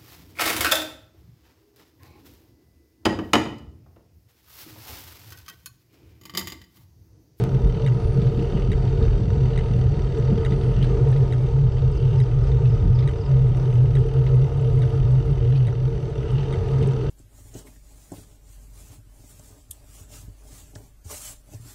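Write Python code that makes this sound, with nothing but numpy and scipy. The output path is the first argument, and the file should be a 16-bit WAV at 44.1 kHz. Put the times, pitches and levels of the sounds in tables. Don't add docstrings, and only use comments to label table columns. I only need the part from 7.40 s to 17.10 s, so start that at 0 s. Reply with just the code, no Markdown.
import sys
import numpy as np
from scipy import signal
from scipy.io import wavfile
from scipy.ndimage import uniform_filter1d

SR = 44100
rng = np.random.default_rng(int(sys.argv[2]) if len(sys.argv) > 2 else 0)


def convert_level_to_amplitude(level_db):
    exponent = np.asarray(level_db, float) / 20
    return 10 ** exponent


def generate_wav(sig):
    pcm = np.round(np.clip(np.atleast_2d(sig).T, -1, 1) * 32767).astype(np.int16)
    wavfile.write(sys.argv[1], SR, pcm)


N = 427769
T = np.arange(N) / SR


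def evened(x):
    return x / np.sqrt(np.mean(abs(x) ** 2) + 1e-20)


def smoothed(x, size):
    return uniform_filter1d(uniform_filter1d(x, size), size)


def column(rows, order):
    rows = np.array(rows)
    return np.interp(T, rows[:, 0], rows[:, order])


def read(points, hz):
    f, value = np.transpose(points)
    return np.interp(np.log(hz + 1), np.log(f + 1), value)


def add(mix, s, sound):
    part = mix[round(s * SR):][:len(sound)]
    part += sound[:len(part)]


def bandpass(x, low_hz, high_hz):
    return signal.sosfilt(signal.butter(3, [low_hz, high_hz], "band", fs=SR, output="sos"), x)


def ring(modes, detune=1, rise=0.00022):
    t = T[:3000]
    x = 0
    for (hz, db, t60), d in zip(modes, detune * np.ones(len(modes))):
        x = x + convert_level_to_amplitude(db - 60 * t / t60) * np.sin(2 * np.pi * hz * d * t)
    x = x * (1 - np.exp(-(t / rise) ** 2))
    return x / abs(x).max()


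def noise(colour_db, size, patchy_db, flicker_db):
    hz, frames = np.fft.rfftfreq(size, 1 / SR), 4 * N // size + 5
    a, b, patches = rng.standard_normal((frames, len(hz), 3)).T
    patches = evened(uniform_filter1d(uniform_filter1d(patches, 16, 0), 8, 1))
    flicker = evened(uniform_filter1d(rng.standard_normal(frames), 3))
    z = (a + 1j * b) * convert_level_to_amplitude(colour_db(hz)[:, None] + patchy_db * patches + flicker_db * flicker)
    return evened(signal.istft(z, nperseg=size, noverlap=3 * size // 4)[1][:N])


def swells(rows, idle_db, rise_s, fall_s, climb_db=0.):
    t, power = T[::32], 0
    for s, length, db in rows:
        shape = np.clip(np.minimum((t - s) / rise_s + .5, (s + length - t) / fall_s + .5), 0, 1)
        climb = climb_db * np.clip(2 * (t - s) / length - 1, -1, 1)
        power = power + (shape * convert_level_to_amplitude(db + climb)) ** 2
    return np.sqrt(convert_level_to_amplitude(idle_db) ** 2 + uniform_filter1d(np.interp(T, t, power), size=128))


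def links_passed():
    s = np.array(CRANK_CLICKS)[:, 0]
    s = np.concatenate([[2 * s[0] - s[1]], s, [2 * s[-1] - s[-2]]])
    turns = np.interp(T, s, np.arange(len(s)))
    return 34 * turns + .8


# (start t/s, length t/s, level/dB)
CLAMP_SURGES = [(0, 0.033, -11.5), (.13, 0.046, -14.5), (.43, 0.14, -16.5), (.28, 0.037, -29),
                (.73, 0.069, -16), (.84, 0.057, -16), (.95, .06, -18), (1.16, 0.35, -28.5),
                (1.61, 0.17, -24), (1.92, 0.18, -19.5), (2.15, 0.042, -18), (2.31, 0.22, -18),
                (2.66, 0.043, -26), (2.79, 0.062, -18.5), (2.87, 0.054, -18), (3.07, 0.11, -20.5),
                (3.27, 0.17, -15.5), (3.42, 0.15, -23.5), (3.6, 0.24, -16), (3.92, 0.14, -17.5),
                (4.11, 0.18, -15.5), (4.34, 0.17, -19.5), (4.6, 0.24, -16.5), (4.9, 0.15, -18.5),
                (5.11, 0.239, -16), (5.445, 0.23, -17.5), (5.89, 0.24, -14.5), (6.15, 0.473, -17),
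                (6.76, 0.31, -16), (7.12, 0.355, -17.5), (7.55, 0.25, -18), (7.87, 0.063, -15),
                (8.02, 0.29, -16.5), (8.35, 0.14, -22.5), (8.92, 0.138, -19), (9.3, 0.26, -20.5)]


def mount():
    pitch_hz, width_hz = 127.86, 17.0
    r = np.exp(-np.pi * width_hz / SR)
    shake = [1, 1j] @ rng.standard_normal((2, N))
    shake = evened(signal.lfilter([1], np.convolve([1, -r], [1, -r]), shake))
    shake = shake / (abs(shake) + 0.085) ** 0.56
    surge = swells(CLAMP_SURGES, idle_db=-26.5, rise_s=0.066, fall_s=0.0083, climb_db=1.5)
    swing = surge * evened(shake) * np.sqrt(2)
    swing = signal.sosfiltfilt(signal.butter(2, 36, fs=SR, output="sos"), swing)
    return (swing * np.exp(2j * np.pi * pitch_hz * T)).real


GUST_RISE_S, GUST_FALL_S = 0.013, 0.069
# (t/s, wind level/dB, reach to the case level/dB)
HEADWIND = [(0, -27, -31.5), (1.0, -26, -39.5), (1.7, -22, -37), (3.4, -24.5, -41.5), (3.65, -24, -43),
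            (5.0, -22.5, -54.5), (5.5, -23.5, -43), (6.5, -25.5, -51.5), (7.9, -25.5, -49),
            (8.1, -28, -53.5), (9.7, -28.5, -39)]
# (start t/s, length t/s, level/dB)
AIR_LUMPS = [(.135, 0.056, -19), (.235, 0.072, -14.5), (.65, 0.086, -18.5), (1.27, .18, -25.5),
             (1.62, 0.17, -22), (2.44, 0.07, -21), (3.35, 0.08, -25), (5.07, .05, -22), (5.25, 0.11, -28),
             (5.33, 0.21, -19.5), (7.28, 0.11, -21.5), (7.61, 0.042, -18), (7.83, 0.22, -22),
             (9.17, .07, -23)]
# (f/Hz, level/dB per Hz)
WIND_COLOUR = [(8.8, -39), (15, -16), (43, 14), (86, 7), (100, 12), (130, -34), (220, -120)]


def wind():
    lumps = noise(lambda hz: read(WIND_COLOUR, hz), size=4096, patchy_db=-5.5, flicker_db=1.8)
    size = np.sqrt(abs(smoothed(lumps ** 2, 1800)))
    steady = evened(lumps / (size + 0.18) ** 0.87)
    return swells(AIR_LUMPS, column(HEADWIND, order=1), GUST_RISE_S, GUST_FALL_S) * steady


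# (t/s, level/dB)
ASPHALT = [(0.0, -27.5), (0.1, -33.5), (1.59, -33), (1.65, -31), (1.84, -33.5), (3.65, -31.5),
           (4.59, -35.5), (4.62, -33.5), (8.05, -34.5), (8.21, -36), (9.56, -30.5), (9.7, -33)]
# (f/Hz, level/dB per Hz)
ROAR_COLOUR = [(90, -2.5), (150, 0), (200, -14.5), (260, -23.5), (520, -22), (1100, -28), (1700, -33.5),
               (3400, -39.5), (5600, -44.5), (7000, -45.5), (9500, -58), (10500, -77), (13000, -89.5),
               (16000, -118)]
# (f/Hz, width f/Hz, lift or dip level/dB)
FRAME_MODES = [(304, 69, 4), (313.3, 66, 9), (389.7, 59, 17.5), (420, 8.6, 2.5), (454.8, 46, 22.5),
               (578.7, 38, 11), (604, 13, -6.5), (710, 96, 7.5), (916, 130, 9), (1094, 82, -6),
               (1248, 110, 10), (1477, 20, 6.5), (1920, 170, 2.5), (2700, 52, 4), (3700, 140, 2),
               (4515, 260, 5), (6230, 110, 7.5), (6870, 300, -18), (7900, 240, 2), (8950, 200, 1.5)]


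def road():
    def colour_db(hz):
        bumps = sum(db / (1 + (2 * (hz - f) / w) ** 2) for f, w, db in FRAME_MODES)
        return read([(40, -51.5)] + ROAR_COLOUR, hz) + bumps
    roar = noise(colour_db, size=4096, patchy_db=1.37, flicker_db=0.86)
    return convert_level_to_amplitude(column(ASPHALT, order=1) + 3.0) * roar


# (f/Hz, level/dB, t60 t/s)
LINK_MODES = [(1358, 5.5, 0.017), (1800, -1.5, 0.015), (2080, -3, 0.021), (2750, -9, 0.046),
              (3003, -7, 0.044), (3630, -9.5, 0.039), (4620, -8.5, 0.014), (5860, -10, 0.022),
              (9100, -22, 0.0098)]
# (t/s, level/dB)
CHAIN_TENSION = [(0, -59), (.66, -60.5), (2.0, -59.5), (3.0, -58.5), (3.4, -62), (8.0, -62), (8.4, -61.5),
                 (9.7, -58.5)]


def chain_links():
    at = np.flatnonzero(np.diff(np.floor(links_passed())) > 0).repeat(3)
    size, late, kind = rng.random((len(at), 3)).T
    out = np.zeros(N)
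    for k in range(8):
        train, mine = np.zeros(N + 900), (8 * kind).astype(int) == k
        train[at[mine] + (340 * late[mine] ** 2).astype(int)] = convert_level_to_amplitude(10. * size[mine])
        modes = [(hz, db + 15.0 * rng.random(), t60) for hz, db, t60 in LINK_MODES]
        knock = ring(modes, rng.uniform(.94, 1.06, len(LINK_MODES)), rise=.0005)
        out += signal.oaconvolve(train, knock)[:N]
    return convert_level_to_amplitude(column(CHAIN_TENSION, order=1) + 6.5) * evened(out)


# (start t/s, length t/s, level/dB)
PLATE_RUBS = [(0, 0.056, -56), (.33, 0.088, -61), (4.35, .06, -57), (5.17, 0.28, -74), (1.0, 0.3, -55.5),
              (2.1, 0.33, -60), (3.3, 0.2, -52.5), (4.58, 0.2, -55.5), (5.7, 2.7, -64.5),
              (8.05, 0.21, -57.5), (8.85, 0.23, -52.5), (9.45, 0.38, -62)]


def chain_rub():
    def colour_db(hz):
        return -20 * np.log10(1 + ((hz - 2900) / 300) ** 2)
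    rub = noise(colour_db, size=512, patchy_db=1.5, flicker_db=1.5)
    pulse = 0.92 + 0.92 * np.cos(np.pi * (links_passed() - .12)) ** 6
    return swells(PLATE_RUBS, idle_db=-76.5, rise_s=0.28, fall_s=0.17) * rub * pulse


# (t/s, level/dB)
SAND = [(0, -80), (1.1, -82), (1.3, -85), (1.75, -86), (1.92, -97), (2.3, -87), (2.5, -95), (2.7, -88),
        (3.2, -87.5), (3.9, -81), (4.15, -83.5), (4.4, -92), (4.55, -81.5), (5.8, -85), (6.05, -78),
        (8.3, -78), (8.7, -81.5), (9.7, -76.5)]


def spray():
    colour = [(6000, -60), (8500, -10), (10300, -2), (11500, -6), (13300, -12), (14400, -21),
              (15300, -40), (16000, -80)]
    hiss = noise(lambda hz: read(colour, hz), size=1024, patchy_db=2., flicker_db=3.)
    return convert_level_to_amplitude(column(SAND, order=1) + 3.5) * hiss


# (f/Hz, width f/Hz, pulse rate f/Hz, mid-buzz pitch rise f/Hz, unsteadiness,
# share of clean tone)
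INSECT_KINDS = [
    (11600, 1800, 150, 500, .08, 0),
    (9050, 800, 140, 0, .012, 1.2),
    (4500, 400, 90, 0, .03, 0),
    (10500, 300, 140, 0, .05, 0),
    (10900, 500, 150, 1400, .08, 0),
    (8950, 800, 120, 100, .04, 0),
]
# (start t/s, end t/s, level/dB, kind)
BUZZES = [(.05, .38, -77, 0), (.52, .66, -73, 1), (.63, .755, -68, 1), (.55, .72, -79, 3),
          (.8, 1.03, -79, 4), (.8, 1.05, -81, 0), (.43, .53, -78, 0), (2.2, 2.45, -73, 5),
          (3.08, 3.38, -70, 5), (3.96, 4.05, -76, 5), (6.2, 6.4, -75, 5), (5.8, 5.97, -65, 2),
          (0, 3.6, -63.5, 2), (7.4, 8.6, -70, 2), (8.15, 8.19, -60, 2)]


def insects():
    out = np.zeros(N)
    for start, end, db, kind in BUZZES:
        hz, width, rate, arch_hz, jitter, clean = INSECT_KINDS[kind]
        t = T[:round((end - start) * SR)]
        low = signal.butter(3, width / 2, fs=SR, output="sos")
        band = signal.sosfilt(low, rng.standard_normal((2, len(t))))
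        turn = 2 * np.pi * np.cumsum(hz + arch_hz * np.sin(np.pi * t / t[-1])) / SR
        band = (band[0] + clean * band.std()) * np.cos(turn) + band[1] * np.sin(turn)
        stray = jitter * np.cumsum(rng.standard_normal(len(t)))
        pulses = 0.39 + np.cos(2 * np.pi * rate * t + stray)
        add(out, start, convert_level_to_amplitude(db) * evened(band * pulses) * signal.windows.tukey(len(t), .3))
    return out


# (start t/s, length t/s, level/dB)
CASE_SLAPS = [(.014, 0.19, -37), (.13, 0.043, -27), (.235, 0.04, -23.5), (.55, .03, -39), (.78, .08, -29),
              (1.355, .03, -31), (1.44, 0.037, -32.5), (1.61, 0.046, -29), (1.685, 0.027, -38),
              (2.1, 0.09, -37), (2.49, .03, -36), (2.57, 0.036, -32.5), (3.1, 0.035, -32),
              (4.2, 0.083, -39), (4.5, 0.11, -42), (6.11, 0.026, -34), (2.815, .03, -30.5),
              (.975, 0.038, -26), (1.13, .07, -27), (1.28, 0.063, -28), (1.76, .15, -34),
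              (1.96, 0.13, -31.5), (2.3, .15, -30.5), (2.78, .04, -30), (2.9, 0.084, -24),
              (3.17, 0.39, -33), (5.31, 0.092, -38), (5.42, 0.079, -26), (5.94, 0.025, -33),
              (7.68, 0.07, -41), (8.925, 0.049, -29), (9.385, 0.077, -28), (9.525, 0.047, -39)]


def buffet():
    colour = [(60, -27.5), (150, 19.0), (215, 2.0), (290, -4.0), (500, -17), (1500, -110)]
    slaps = noise(lambda hz: read(colour, hz), size=1024, patchy_db=0.0, flicker_db=3.0)
    gain = swells(CASE_SLAPS, column(HEADWIND, order=2), GUST_RISE_S, GUST_FALL_S)
    return convert_level_to_amplitude(3.5) * gain * slaps


# (t/s, peak level/dB)
GRIT_TICKS = [(.127, -58), (.8195, -59.5), (2.591, -56), (3.1193, -56), (3.7748, -53), (4.5501, -56),
              (4.57, -56.5), (6.59, -51), (6.665, -57), (7.1342, -55.5), (7.3312, -52), (7.3547, -54.5),
              (7.4599, -53), (7.4974, -54.5), (7.815, -60), (7.858, -56), (8.04, -60), (8.098, -53),
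              (8.128, -59), (8.1673, -55), (8.186, -59.5), (8.6971, -56.5), (9.0214, -54.5), (9.3177, -53),
              (9.3901, -54), (1.026, -53), (1.1727, -56), (2.784, -48.5), (3.4266, -46), (3.4445, -47.5),
              (3.686, -49), (3.7155, -46.5), (4.5161, -50), (5.021, -64), (5.3852, -59), (5.7139, -55),
              (6.0806, -53.5), (6.1689, -49), (6.339, -51.5), (6.738, -52.5), (6.8577, -51.5),
              (6.9554, -50), (7.0616, -57), (7.1713, -53), (7.212, -50.5), (7.3153, -56.5), (7.39, -49),
              (7.7146, -51), (7.912, -52.5), (8.9146, -48), (9.2798, -52), (9.426, -48), (9.4728, -41.5),
              (9.5178, -52)]


def grit():
    out, t = np.zeros(N), T[:1200]
    snaps = bandpass(rng.standard_normal((len(GRIT_TICKS), len(t))), 5000, 11000)
    for (s, db), hz, snap in zip(GRIT_TICKS, rng.uniform(7100, 9300, len(GRIT_TICKS)), snaps):
        modes = [(hz, 0, .013), (1.4 * hz, -12, .006), (1.0 * hz, -4, .008), (0.97 * hz, -4, .006),
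                 (0.64 * hz, -6, .006)]
        add(out, s, convert_level_to_amplitude(db - 2.5) * ring(modes, rise=0.00074))
        add(out, s, convert_level_to_amplitude(db - 3.5 - 1400 * t) * snap * np.minimum(t / 0.00092, 1))
    return out


# (t/s, peak level/dB, f/Hz)
CHAIN_KNOCKS = [(0.344, -35, 3020), (0.371, -41.5, 3000), (.396, -37.5, 3000), (.421, -37, 2930),
                (0.8167, -33.5, 3550), (0.9924, -33, 2750), (1.1703, -37, 2680), (1.2206, -39, 2750),
                (1.476, -37.5, 3700), (1.625, -32, 3700), (2.1316, -36, 2920), (2.798, -49, 1960),
                (3.1209, -29.5, 1980), (3.4262, -26.5, 3140), (3.443, -29, 1670), (3.7264, -30.5, 1740),
                (3.762, -32.5, 1990), (4.383, -36, 2700), (4.7052, -45, 2800), (5.1167, -37.5, 3620),
                (5.1852, -45, 1840), (5.255, -31.5, 2600), (5.5882, -31, 3570), (5.6241, -33, 2080),
                (6.8647, -30, 2020), (8.1223, -37, 1700), (9.031, -35, 1800), (9.2848, -39, 1990),
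                (9.427, -32, 2880), (.149, -36, 1510), (0.8676, -34, 1600), (1.5747, -38, 2900),
                (1.725, -38, 2900), (1.93, -39, 3000), (2.0038, -43.5, 2900), (2.0303, -43.5, 2800),
                (2.0542, -38, 2800), (2.1034, -35.5, 2820), (2.156, -38, 2010), (2.5362, -40, 1960),
                (2.8228, -42.5, 1880), (2.8444, -40.5, 2260), (2.9751, -39, 2000), (3.2136, -37.5, 3690),
                (3.2365, -40, 2500), (3.6745, -39, 1910), (3.8292, -40, 1850), (4.625, -39.5, 3230),
                (4.655, -42, 2700), (4.7282, -48, 2800), (4.7511, -46, 1900), (5.305, -41, 3000),
                (6.455, -41, 2800), (6.61, -43, 2950), (6.665, -46.5, 2900), (6.691, -52, 1490),
                (6.7366, -44.5, 4640), (8.1569, -32.5, 2500), (8.982, -33, 2960), (9.333, -41, 1900)]


def knocks():
    out, t = np.zeros(N), T[:1200]
    rattles = bandpass(rng.standard_normal((len(CHAIN_KNOCKS), len(t))), 1800, 4200)
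    for (s, db, hz), rattle in zip(CHAIN_KNOCKS, rattles):
        modes = [(hz, 0, .024), (0.68 * hz, -7, .012), (1.3 * hz, -7, .012), (1.4 * hz, -9, .01),
                 (1.6 * hz, -14, .008)]
        add(out, s, convert_level_to_amplitude(db - 3.5) * ring(modes, rise=0.00073))
        add(out, s, convert_level_to_amplitude(db - 5.0 - 490 * t) * rattle * signal.windows.tukey(len(t), .05))
    return out


# (f/Hz, level/dB, t60 t/s)
CLICK_MODES = [(1980, 0, .016), (2150, -5, .014), (3165, -13, .012), (3790, -6, .024), (6150, -19, .014),
               (8250, -17, .014), (9000, -17, .013), (11000, -30, .01)]
# (f/Hz, level/dB, t60 t/s)
SEAT_MODES = [(1960, -2.5, 0.048), (2150, -2.5, 0.029), (3760, -10.5, 0.028)]
# (t/s, peak level/dB, second click against the first level/dB, brightness level/dB)
CRANK_CLICKS = [(0.4631, -27.5, -7, 0.5), (1.317, -28, -7, 0), (2.176, -27.5, -5.5, 1),
                (3.049, -27.5, -6, 1), (3.924, -30.5, -11, 1), (4.8015, -32, -9, 5.5), (5.6753, -29, -8, 2),
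                (6.5525, -31.5, -8, 2), (7.4192, -33, -8, 2), (8.269, -35, -3, 6), (9.1255, -31, -2, 6)]


def crank():
    out, t = np.zeros(N), T[:1500]
    scrapes = rng.standard_normal((len(CRANK_CLICKS), len(t)))
    scrapes = signal.lfilter([1, 1.1, -.8, -.9], [1, -.85, .13], scrapes)
    scrape_shape = np.minimum(t / .001, 1) * np.cos(np.linspace(0, np.pi / 2, len(t)))
    draws = rng.random((len(CRANK_CLICKS), 20))
    for (s, db, second_db, bright_db), draw, scrape in zip(CRANK_CLICKS, draws, scrapes):
        struck = [(hz, level + 3.8 * (d - .5) + bright_db * (hz > 5000), t60)
                  for (hz, level, t60), d in zip(CLICK_MODES, draw[8:16])]
        add(out, s, convert_level_to_amplitude(db + 1.0) * ring(struck, .98 + 0.036 * draw[:8], rise=0.00096))
        seated = ring(SEAT_MODES, .98 + 0.069 * draw[8:11], rise=.002)
        add(out, s + 0.011, convert_level_to_amplitude(db + second_db) * seated)
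        add(out, s, convert_level_to_amplitude(db - 38.5 - 290 * t) * scrape * scrape_shape)
        for late in draw[13:]:
            detune = 0.71 + 0.18 * (draw[5:13] + late) % .2
            add(out, s + 0.0061 + 0.014 * late, convert_level_to_amplitude(db - 10.5) * ring(CLICK_MODES, detune, rise=0.0014))
    return out


def ping():
    out = np.zeros(N)
    modes = [(10600, -7, .006), (12200, 3, .006), (13000, -2, .005), (13900, -1, .005),
             (14800, -3.5, .005), (15400, -8.5, .004)]
    add(out, .7706, convert_level_to_amplitude(-55.5) * ring(modes))
    return out


# (t/s, first level/dB, second level/dB)
PAIRED_CHIRPS = [(4.27, -70, -61), (4.518, -56, -55), (4.735, -70, -59), (4.772, -55, -55),
                 (4.985, -70, -61), (5.026, -58, -54), (5.285, -57, -58), (5.5, -70, -60),
                 (5.543, -53, -55), (5.72, -70, -58), (5.8, -52, -51)]
# (delay t/s, level/dB)
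HILLSIDE = [(0, 1), (.006, -11), (.014, -10), (.026, -15)]


def bird():
    out = np.zeros(N)
    top_hz, low_hz, wobble_hz, chirp_s, pair_s = 5550, 4400, 25, .028, .044
    pairs = [(s + k * pair_s, db) for s, *both in PAIRED_CHIRPS for k, db in enumerate(both)]
    for (s, db), (high, long) in zip(pairs, rng.uniform(.98, 1.03, (len(pairs), 2))):
        hz = high * np.linspace(top_hz, low_hz, round(long ** 4 * chirp_s * SR))
        hz = hz + wobble_hz * evened(uniform_filter1d(rng.standard_normal(len(hz)), size=90))
        waver_db = 2.9 * evened(smoothed(rng.standard_normal(len(hz)), 50))
        note = convert_level_to_amplitude(db - 1.5 + waver_db) * np.sin(2 * np.pi * np.cumsum(hz) / SR)
        note = note * signal.windows.tukey(len(hz), .6)
        for late, echo_db in HILLSIDE:
            add(out, s + late * long ** 10, convert_level_to_amplitude(echo_db) * note)
    return out


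def scene():
    bicycle = mount() + road() + chain_links() + chain_rub() + crank() + knocks() + ping()
    air = wind() + buffet()
    tyre_debris = spray() + grit()
    verge = insects() + bird()
    return (bicycle + air + tyre_debris + verge)[None]


def band_limit(x):
    return signal.sosfilt(signal.butter(12, 15220, fs=SR, output="sos"), x)


def record(dry):
    step_s, step_db = .0393, -18
    step = convert_level_to_amplitude(step_db) * np.exp(-np.maximum(T - step_s, 0) / .002) * (T >= step_s)
    x = dry - step
    x = x * np.minimum((T[-1] - T) / .004, 1)
    power = uniform_filter1d(x ** 2, 900, axis=1)
    x = x / (1 + (power / 0.068) ** 2) ** 0.14
    x = x / (1 + (x / .48) ** 6) ** (1 / 6)
    return band_limit(x)


dry = scene()
out = record(dry)
generate_wav(out)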